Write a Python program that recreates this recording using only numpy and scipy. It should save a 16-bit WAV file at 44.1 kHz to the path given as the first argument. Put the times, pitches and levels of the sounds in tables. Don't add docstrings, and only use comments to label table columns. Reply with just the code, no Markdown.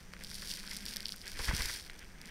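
import sys
import numpy as np
from scipy import signal
from scipy.fft import rfft, irfft
from scipy.io import wavfile
from scipy.ndimage import uniform_filter1d

SR = 44100
rng = np.random.default_rng(int(sys.argv[2]) if len(sys.argv) > 2 else 0)


def int16_out(signal):
    q = np.round(np.clip(np.atleast_2d(signal).T, -1, 1) * 32767)
    wavfile.write(sys.argv[1], SR, q.astype(np.int16))


N = 101429
TIME = np.arange(N) / SR
FLURRY_HZ = 26.7


def from_db(db):
    return 10 ** (np.asarray(db) / 20)


def unit_rms(x):
    return x / np.sqrt(np.mean(x ** 2) + 1e-20)


def steady_rms(x, samples):
    return x / np.sqrt(np.maximum(uniform_filter1d(x * x, samples), 0) + 1e-12)


def curves(rows):
    times, *columns = np.transpose(rows)
    return [np.interp(TIME, times, column) for column in columns]


def coloured_noise(spectrum):
    hz, db = np.transpose(spectrum)
    bins = np.maximum(np.arange(N // 2 + 1) * SR / N, 1)
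    gain = from_db(np.interp(np.log(bins), np.log(hz), db))
    roll_off = np.minimum(bins / hz[0], 1) * np.minimum(hz[-1] / bins, 1)
    return unit_rms(irfft(rfft(rng.standard_normal(N)) * gain * roll_off, N))


def drift(rate_hz):
    bins = np.arange(N // 2 + 1) * SR / N
    return unit_rms(irfft(rfft(rng.standard_normal(N)) / (1 + (bins / rate_hz) ** 4), N))


def narrowband_noise(hz, width_hz):
    phase = 2 * np.pi * np.cumsum(hz * np.ones(N)) / SR
    return drift(width_hz) * np.cos(phase) + drift(width_hz) * np.sin(phase)


def resonate(x, hz, width_hz):
    radius = np.exp(-np.pi * width_hz / SR)
    gain = (1 - radius ** 2) / 2
    section = [gain, 0, -gain, 1, -2 * radius * np.cos(2 * np.pi * hz / SR), radius ** 2]
    return signal.sosfilt([section] * 2, x + 1e-18)


# f/Hz, relative level/dB
HISS_SPECTRUM = [(40, -64), (150, 3), (280, -1.5), (600, -6.5), (1100, -10.5), (1700, -5.5), (3500, -16),
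                 (5500, -15), (8000, -20), (15000, -31)]
# f/Hz, width/Hz, level/dB
WHINE_LINES = [(5930, 24, -73.5), (8850, 45, -77), (14500, 22, -80)]


def hiss_and_whine(hiss_db=-59.5):
    hiss = from_db(hiss_db) * coloured_noise(HISS_SPECTRUM)
    whine = sum(from_db(db) * steady_rms(narrowband_noise(hz, width), samples=200)
                for hz, width, db in WHINE_LINES)
    return hiss + whine


# t/s, f/Hz, level/dB
AEOLIAN_TONE = [(0, 170.3, -61), (.29, 177.2, -57), (.5, 185.7, -59.5), (.8, 198, -55.5),
                (1.03, 200.9, -58), (1.75, 174.7, -74.5), (2.3, 191.3, -59)]


def moan():
    hz, db = curves(AEOLIAN_TONE)
    return from_db(db) * steady_rms(narrowband_noise(hz, width_hz=36.6), samples=5000)


# t/s, level/dB
WIND_PRESSURE = [(0, -56.5), (.3, -51.5), (.75, -52.5), (1.28, -55.5), (1.38, -43), (1.44, -48.5),
                 (1.545, -36), (1.565, -47), (1.64, -42.5), (1.76, -55.5), (1.95, -52), (2.3, -56)]
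# f/Hz, relative level/dB
RUMBLE_SPECTRUM = [(12, 5), (22, 1), (65, -6.5), (90, -11.5), (150, -18.5), (500, -31.5), (1200, -50)]
WAKE_SPECTRUM = [(30, 4), (100, 7.5), (300, -5), (500, -21)]
# centre t/s, peak level/dB, half length/s
EDDY_PULSES = [(1.406, -34.5, 0.0075), (1.493, -25.5, 0.0049), (1.537, -28, 0.002), (1.596, -36.5, 0.0023),
               (1.611, -31.5, 0.0053)]


def buffeting(rumble_gain_db=1, wake_db=-16, wake_s=0.0081):
    wind_db, = curves(WIND_PRESSURE)
    out = from_db(rumble_gain_db + wind_db) * steady_rms(coloured_noise(RUMBLE_SPECTRUM), samples=6000)
    turbulence = from_db(wake_db) * steady_rms(coloured_noise(WAKE_SPECTRUM), samples=600)
    for t, db, half_length in EDDY_PULSES:
        offset = (TIME - t) / half_length
        dip = (offset ** 2 - 1) * np.exp(-.5 * offset ** 2)
        wake = turbulence * np.exp(-.5 * ((TIME - t) / wake_s) ** 2)
        out += from_db(db) * (dip + wake)
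    return out


def impacts(flow_db, per_s, spread_db, reference_db=-51):
    rate = per_s * from_db(0.9 * (flow_db - reference_db))
    hits = rng.random(N) < rate / SR
    return hits * from_db(spread_db * np.minimum(rng.exponential(1, N), 4.5))


def housing(clicks, modes, scatter_db=1):
    out = np.zeros(N)
    for hz, width, db in modes:
        force = clicks * from_db(scatter_db * rng.standard_normal(N)) * rng.choice([-1, 1], N)
        out += from_db(db) * resonate(force, hz, width)
    return out


# t/s, level/dB
SNOW_FLUX = [(0.0, -66.5), (0.1, -69), (0.23, -55), (0.27, -62.5), (0.54, -53.5), (0.8, -57), (0.96, -53.5),
             (1.2, -69), (1.27, -50), (1.31, -56), (1.48, -44), (1.7, -45), (1.87, -59), (2.04, -56.5),
             (2.08, -69), (2.28, -54.5)]
# f/Hz, width/Hz, relative level/dB
SNOW_MODES = [(375, 324, -6), (926, 410, -9.5), (1610, 400, 1), (2110, 960, 1), (3254, 550, -5)]


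def snow_crunch(gain_db=-1, flurry_db=2):
    flow_db, = curves(SNOW_FLUX)
    ring = housing(impacts(flow_db, per_s=900, spread_db=1.5), SNOW_MODES)
    return from_db(gain_db + flow_db + flurry_db * drift(FLURRY_HZ)) * steady_rms(ring, samples=2000)


# t/s, level/dB, decay time/s, centre f/Hz
SNOW_CLUMPS = [(0.1354, -32.5, 0.00079, 1650), (0.166, -40, 0.0012, 1780), (0.2098, -40, 0.002, 2000),
               (0.315, -43, 0.0018, 1650), (0.4238, -38.5, 0.007, 1970), (0.5963, -40, 0.0019, 1810),
               (0.638, -39, 0.0049, 1870), (0.7135, -39, 0.021, 2120), (0.961, -33, 0.0013, 2050),
               (0.999, -36.5, 0.001, 1900), (1.14, -41, 0.0047, 1382), (1.393, -30.5, 0.013, 1130),
               (1.4806, -29.5, 0.035, 1470), (1.5113, -21.5, 0.00042, 1260), (1.593, -34.5, 0.015, 1210),
               (1.605, -32, 0.009, 2050), (1.696, -33, 0.0075, 1590), (1.898, -30, 0.0015, 1890)]
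# f/Hz, width/Hz, relative level/dB
CLUMP_MODES = [(422, 460, 0), (1010, 410, -10.5), (1536, 540, -9), (1967, 710, -8.5), (3220, 3800, -8)]


def snow_clumps(blow_db=13.5, spread_octaves=0.65):
    out = np.zeros(N)
    starts = [int(row[0] * SR) for row in SNOW_CLUMPS]
    for k, (hz, width, mode_db) in enumerate(CLUMP_MODES):
        envelope = np.zeros(N)
        for start, (t, db, decay_s, centre_hz) in zip(starts, SNOW_CLUMPS):
            coupling = 1 / (1 + (np.log2(hz / centre_hz) / spread_octaves) ** 2)
            envelope[start:] += from_db(db) * coupling * np.exp(-np.abs(TIME[start:] - t) / decay_s)
        shower = rng.choice([-1., 1.], N)
        shower[starts] = (-1) ** k * from_db(blow_db)
        shower_rms = np.std(resonate(shower, hz, width))
        out += from_db(mode_db) * resonate(envelope * shower, hz, width) / shower_rms
    return out


# t/s, level/dB
ICE_FLUX = [(0.0, -63.5), (0.09, -71), (0.36, -47), (0.4, -52.5), (0.42, -47), (0.45, -49), (0.51, -42.5),
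            (0.55, -48), (0.67, -54.5), (0.74, -47), (0.76, -52), (0.86, -54), (0.89, -45.5), (0.99, -57),
            (1.13, -51.5), (1.15, -58), (1.25, -56), (1.27, -50.5), (1.35, -54), (1.45, -41), (1.53, -48.5),
            (1.55, -41.5), (1.74, -43), (1.91, -62.5), (2.02, -63.5), (2.17, -74.5), (2.3, -57)]
# f/Hz, width/Hz, relative level/dB
MAIN_MODES = [(3350, 2130, -5), (4696, 1400, 1), (5520, 1230, -1)]
BRIGHT_MODES = [(7240, 2550, -5), (9030, 1630, 0), (10800, 3100, -5.5), (13360, 7100, -10)]


def ice_patter(gain_db=-0.5, bright_db=-5, flurry_db=-0.1):
    flow_db, = curves(ICE_FLUX)
    clicks = impacts(flow_db, per_s=1600, spread_db=4)
    main = steady_rms(housing(clicks, MAIN_MODES), samples=3000)
    bright = steady_rms(housing(clicks ** 0.72, BRIGHT_MODES), samples=3000)
    envelope = from_db(gain_db + flow_db + flurry_db * drift(FLURRY_HZ))
    return envelope * (main + from_db(bright_db) * bright)


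def tick(force, modes, detune=1, width_ratio=0.58):
    ring = sum((-1) ** k * from_db(db) * resonate(force, hz * detune, width * width_ratio)
               for k, (hz, width, db) in enumerate(modes))
    return ring / np.abs(ring).max()


# t/s, main peak level/dB, bright peak level before shatter_db/dB
GRAIN_STRIKES = [(0.1364, -37, -44.5), (0.2373, -33.5, -31.5), (0.2466, -29, -40), (0.2741, -38, -48),
                 (0.3137, -31.5, -37), (0.3432, -33, -30.5), (0.4207, -30.5, -38), (0.5142, -22, -45),
                 (0.5379, -28, -31), (0.5599, -37, -37), (0.5718, -37.5, -35), (0.6654, -38, -37),
                 (0.6762, -29, -41), (0.712, -27, -34), (0.7324, -31, -35), (0.7553, -32, -43),
                 (0.7662, -30, -31), (0.77, -28.5, -27.5), (0.8545, -34, -28.5), (0.863, -25, -30),
                 (0.8832, -27, -37), (0.937, -29.5, -34), (0.9612, -27, -26.5), (0.9681, -21.5, -24.5),
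                 (1.005, -28, -34), (1.0293, -35, -37), (1.0563, -19, -35), (1.066, -31, -35),
                 (1.0834, -29, -36), (1.0919, -25, -40), (1.1215, -24, -33), (1.1617, -43, -35),
                 (1.2158, -33.5, -42), (1.279, -30.5, -33), (1.3173, -32.5, -35), (1.391, -28, -31),
                 (1.5663, -25.5, -27.5), (1.6206, -21.5, -26), (1.657, -25, -25), (1.9925, -37.5, -39),
                 (2.215, -34.5, -37.5), (2.2569, -38.5, -37)]


def hard_grains(pitch_scatter=0.052, shatter_s=0.00063, shatter_db=-3):
    samples = 256
    click = signal.unit_impulse(samples)
    shatters = rng.standard_normal((len(GRAIN_STRIKES), samples)) * np.exp(-TIME[:samples] / shatter_s)
    detunes = 1 + pitch_scatter * rng.standard_normal(len(GRAIN_STRIKES))
    out = np.zeros(N + samples)
    for (t, main_db, bright_db), shatter, detune in zip(GRAIN_STRIKES, shatters, detunes):
        main = from_db(main_db) * tick(click, MAIN_MODES, detune)
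        bright = from_db(bright_db + shatter_db) * tick(shatter, BRIGHT_MODES)
        start = int(t * SR)
        out[start:start + samples] += main + bright
    return out[:N]


def scene():
    ice_and_snow = ice_patter() + hard_grains() + snow_crunch() + snow_clumps()
    return (ice_and_snow + buffeting() + moan() + hiss_and_whine())[None]


def record(dry, cutoff_hz=15700):
    return signal.sosfilt(signal.ellip(10, .2, 80, cutoff_hz, fs=SR, output="sos"), dry)


dry = scene()
out = record(dry)
int16_out(out)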